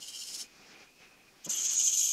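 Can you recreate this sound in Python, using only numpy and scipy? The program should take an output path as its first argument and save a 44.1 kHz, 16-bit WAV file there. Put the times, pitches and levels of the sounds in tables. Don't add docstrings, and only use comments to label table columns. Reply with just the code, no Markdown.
import sys
import numpy as np
from scipy import signal
from scipy.fft import rfft, irfft, next_fast_len
from scipy.io import wavfile
from scipy.ndimage import uniform_filter1d

SR = 44100
rng = np.random.default_rng(int(sys.argv[2]) if len(sys.argv) > 2 else 0)


def wrap_up_sound(samples):
    columns = np.atleast_2d(samples).T
    tamed = np.clip(columns, -1, 1)
    steps = np.round(tamed * 32767).astype(np.int16)
    wavfile.write(sys.argv[1], SR, steps)


N = 93712


def undb(db):
    return 10 ** (np.asarray(db) / 20)


def unit(x):
    return x / np.sqrt(np.mean(x ** 2))


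def curve(table, col=1):
    rows = np.array(table)
    return np.interp(np.arange(N) / SR, rows[:, 0], rows[:, col])


def loudness(table):
    t = np.arange(N) / SR
    return undb(curve(table)) * (t >= table[0][0]) * (t <= table[-1][0])


def wander(per_s):
    span = int(SR / per_s)
    return unit(uniform_filter1d(uniform_filter1d(rng.standard_normal(N), span), span))


def colour(x, tone):
    rows, size = np.array(tone), next_fast_len(N)
    hz = np.maximum(np.fft.rfftfreq(size, 1 / SR), 1)
    db = np.interp(np.log(hz), np.log(rows[:, 0]), rows[:, 1])
    db -= 24 * np.maximum(np.log2(rows[0, 0] / hz), 0)
    return unit(irfft(rfft(x, size) * undb(db), size)[:N])


def ring(x, hz, width_hz):
    band = signal.butter(2, [hz - width_hz / 2, hz + width_hz / 2], "band", fs=SR, output="sos")
    return unit(signal.sosfiltfilt(band, x))


def hiss():
    # (pitch [Hz], relative level [dB])
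    tone = [(20, 2), (60, -11.5), (130, -6.5), (250, -2.5), (700, -10), (2000, -17.5), (6500, -15.5),
            (7600, -18), (15600, -24)]
    return undb(-65) * colour(rng.standard_normal(N), tone)


def rustle():
    # (time [s], level [dB], treble boost [dB])
    swells = [(0, -62.5, 3), (.22, -61, -5), (.41, -52.5, -12), (.47, -64.5, 4), (.53, -59, -2),
              (.6, -54.5, -4), (.72, -55, -3.5), (.83, -54, -4), (.93, -84, 16.5), (1.02, -57, -1.5),
              (1.1, -62.5, -4), (1.27, -63.5, -4.5), (1.44, -62, 3), (1.48, -54, 2), (1.53, -50, -9),
              (1.7, -54, 12), (1.9, -58, -41), (2.12, -76, -7)]
    # (pitch [Hz], relative level [dB])
    tone = [(35, -48), (60, -18), (118, -24.5), (193, -4), (504, -6.5), (672, -11), (744, -4.5), (895, -10),
            (2440, -4), (3250, -10), (5310, -7), (8000, -16), (10400, -23), (17600, -120)]
    flicker_db, noise = 1.8, 0
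    for hz in 90 * 2. ** np.arange(7):
        octave = ring(rng.standard_normal(N), hz, width_hz=hz * .7) * np.sqrt(hz)
        noise += octave * undb(flicker_db * wander(per_s=22))
    noise = colour(noise, tone)
    treble = signal.sosfiltfilt(signal.butter(2, 2900, "high", fs=SR, output="sos"), noise)
    noise += treble * (undb(curve(swells, col=2)) - 1)
    return noise * undb(curve(swells))


def room_echo(x):
    t, fade_s = np.arange(int(.4 * SR)) / SR, .099
    tail = rng.standard_normal(len(t)) * 1000 ** (-t / fade_s)
    return undb(-15.5) * signal.fftconvolve(x, tail / np.linalg.norm(tail))[:N]


def whistle():
    # (time [s], level [dB], pitch [Hz])
    path = [(0.44, -57, 2430), (0.476, -68, 2450), (0.62, -63.5, 2495), (0.676, -67, 2480),
            (0.686, -65.5, 2470), (0.788, -62, 2404), (0.906, -62.5, 2480), (0.934, -69, 2560),
            (0.984, -60.5, 2560), (1.132, -63, 2518), (1.182, -67, 2490), (1.214, -67, 2490),
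            (1.302, -63.5, 2453), (1.308, -85, 2530), (1.428, -81, 2500), (1.44, -67, 2480)]
    width_hz, flicker_db = 70, 1.5
    smoothing = [1, -np.exp(-np.pi * width_hz / SR)]
    slow = [unit(signal.lfilter([1], smoothing, rng.standard_normal(N))) for _ in range(2)]
    angle = 2 * np.pi * np.cumsum(curve(path, col=2)) / SR
    band = slow[0] * np.cos(angle) + slow[1] * np.sin(angle)
    return unit(band * undb(flicker_db * wander(per_s=25))) * loudness(path)


def table_knocks():
    # (time [s], peak level [dB])
    blows = [(0.596, -50.5), (0.816, -53), (1.004, -54.5), (1.463, -42.5), (1.469, -38), (1.476, -37),
             (1.481, -38.5), (1.506, -45.5)]
    # (pitch [Hz], relative level [dB], time to fade by 60 dB [s])
    notes = [(221.4, -3.5, 0.12), (310, 1.5, 0.041), (400, -5, 0.024), (506, 2, 0.024), (924, -6.5, 0.035)]
    t, pushes = np.arange(int(.3 * SR)) / SR, np.zeros(N)
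    for time_s, db in blows:
        pushes[int(time_s * SR)] = undb(db)
    thud = sum(undb(db) * np.sin(2 * np.pi * hz * t) * 1000 ** (-t / fade_s) for hz, db, fade_s in notes)
    thud = signal.sosfilt(signal.butter(2, 140, "high", fs=SR, output="sos"), thud)
    return signal.fftconvolve(pushes, thud / np.abs(thud).max())[:N]


def gear_tick():
    start_s, decay_s = 1.451, .00098
    t = np.arange(N) / SR - start_s
    bright = ring(rng.standard_normal(N), hz=12500, width_hz=5500)
    return undb(-42) * bright * np.exp(-np.maximum(t, 0) / decay_s) * (t >= 0)


def smear(x, longest_s=.005):
    size = next_fast_len(N + 4096)
    delay_s = longest_s * np.interp(np.linspace(0, 120, size // 2 + 1), np.arange(121), rng.random(121))
    return irfft(rfft(x, size) * np.exp(-2j * np.pi * np.cumsum(delay_s) * SR / size), size)[:N]


def case_notes(x, notes, flicker_db=2.8):
    ringing = 0
    for hz, width_hz, db in notes:
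        b, a = signal.iirpeak(hz, hz / width_hz / 1.5, SR)
        ringing += undb(db + flicker_db * wander(per_s=30)) * unit(signal.filtfilt(b, a, x))
    return ringing


def gears(teeth_per_s, jitter, scatter_db, grind_db):
    passed = np.cumsum(teeth_per_s * (1 + jitter * wander(per_s=60))) / SR
    teeth = np.arange(1, int(passed[-1]) + 1)
    hits = np.interp(teeth, passed, np.arange(N))
    strength = undb(scatter_db * rng.standard_normal(N // 20))
    nearby = np.floor(hits)[:, None] + np.arange(-7, 9)
    gap = nearby - hits[:, None]
    pulses = strength[teeth, None] * np.sinc(gap) * np.cos(gap * np.pi / 16) ** 2
    clicks = np.zeros(N)
    np.add.at(clicks, np.clip(nearby, 0, N - 1).astype(int), pulses)
    puffs = strength[passed.astype(int)] * np.exp(-(passed % 1) / .6)
    grind = rng.standard_normal(N) * puffs
    return unit(smear(unit(clicks) + undb(grind_db) * unit(grind)))


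def servo_pair():
    # (time [s], level [dB], relative level of the low ring [dB])
    move = [(0.0, -53.5, -22), (0.028, -47.5, 0.5), (0.072, -49, -14), (0.088, -45, -6.5),
            (0.114, -52, -11), (0.134, -50.5, -3), (0.158, -44.5, -8), (0.174, -48.5, 0),
            (0.198, -48.5, -31), (0.22, -45, 0), (0.252, -47.5, -20), (0.29, -44, -12), (0.326, -49, -29),
            (0.346, -40.5, -17), (0.36, -39.5, -35), (0.37, -47, -26), (0.376, -45.5, -50),
            (0.408, -40.5, -16), (0.436, -51, -14), (0.47, -68, -12)]
    # (speed [teeth per s], relative level [dB])
    servos = [(780, 1), (714.5, -2)]
    # (pitch [Hz], relative level [dB])
    tone = [(1500, -41), (2300, -20), (2700, -12.5), (3400, -11.5), (4300, -6.5), (5200, -6), (6300, -3),
            (7200, -5), (8800, -8), (9400, -12), (11500, -12), (12300, -20), (15500, -27)]
    # (pitch [Hz], width [Hz], relative level [dB])
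    notes = [(4240, 61, -20), (5034, 110, -13), (5390, 110, -11.5), (6404, 37, -15.5), (6990, 70, -14),
             (9170, 110, -22)]
    balance_db, teeth = 3 * wander(per_s=27), 0
    for side, (speed, db) in zip((1, -1), servos):
        teeth += undb(db + side * balance_db) * gears(speed, jitter=.005, scatter_db=2, grind_db=3)
    case = colour(teeth, tone) + case_notes(teeth, notes)
    low_ring = undb(curve(move, col=2)) * ring(teeth, hz=3020, width_hz=480)
    return (case + low_ring) * loudness(move)


def near_servo():
    # (time [s], level [dB], relative low ring [dB], relative high ring [dB])
    move = [(1.436, -84, -13, -8), (1.448, -42, -16, -11.5), (1.464, -44, -16, -17), (1.474, -74, 11, -14),
            (1.482, -81, -11, 10), (1.496, -32.5, -39, -17), (1.506, -36, -24, -8),
            (1.512, -33.5, -21.5, -24), (1.564, -40.5, -5, -5), (1.574, -36.5, -8, -18),
            (1.632, -37, -21, -16), (1.658, -33, -9.5, -15.5), (1.684, -38, -26, -34),
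            (1.692, -37, -23, -37), (1.702, -34.5, -20, -21), (1.742, -35, -13.5, -12.5),
            (1.776, -34, -51, -38), (1.798, -30.5, -17, -12.5), (1.818, -31.5, -16, -32),
            (1.844, -33, -50, -14.5), (1.878, -28.5, -15.5, -20), (1.912, -37, -18, -17),
            (1.944, -29.5, -14, -15.5), (1.956, -37, -17, -12.5), (1.992, -28, -34, -16),
            (2.022, -34.5, -11, -10.5), (2.036, -32.5, -16.5, -9), (2.125, -34.5, -19, -17)]
    # (time [s], speed [teeth per s])
    speed = [(1.44, 418), (1.49, 753), (1.56, 690), (1.62, 590), (1.72, 720), (1.8, 700), (1.95, 685),
             (2.12, 624)]
    # (pitch [Hz], relative level [dB])
    tone = [(1500, -43.5), (2050, -52.5), (2350, -18), (2700, -24), (3500, -19.5), (4200, -19), (4600, -21),
            (5000, -14.5), (5800, -12.5), (6200, -6.5), (7000, -0.5), (7500, -6), (8600, -16), (9400, -27),
            (10200, -47), (13000, -45), (13700, -61), (15500, -48)]
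    # (pitch [Hz], width [Hz], relative level [dB])
    notes = [(3880, 82, -34), (4250, 40, -27), (4920, 94, -27), (5670, 54, -24), (6227, 105, -10.5),
             (6400, 160, -12.5), (6707, 87, -8.5)]
    teeth = gears(curve(speed), jitter=.04, scatter_db=1.2, grind_db=5)
    case = colour(teeth, tone) + case_notes(teeth, notes)
    low_ring = undb(curve(move, col=2)) * ring(teeth, hz=3130, width_hz=560)
    high_ring = undb(curve(move, col=3)) * ring(teeth, hz=11700, width_hz=2100)
    buzz = undb(-37.5) * ring(teeth, hz=1030, width_hz=920)
    return (case + low_ring + high_ring + buzz) * loudness(move)


def scene():
    arm = servo_pair() + near_servo() + whistle() + table_knocks() + gear_tick()
    mix = arm + room_echo(arm) + rustle() + hiss()
    return np.array([mix, mix])


def record(dry):
    top_hz = 15600
    return signal.sosfilt(signal.ellip(10, .2, 80, top_hz, fs=SR, output="sos"), dry)


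dry = scene()
out = record(dry)
wrap_up_sound(out)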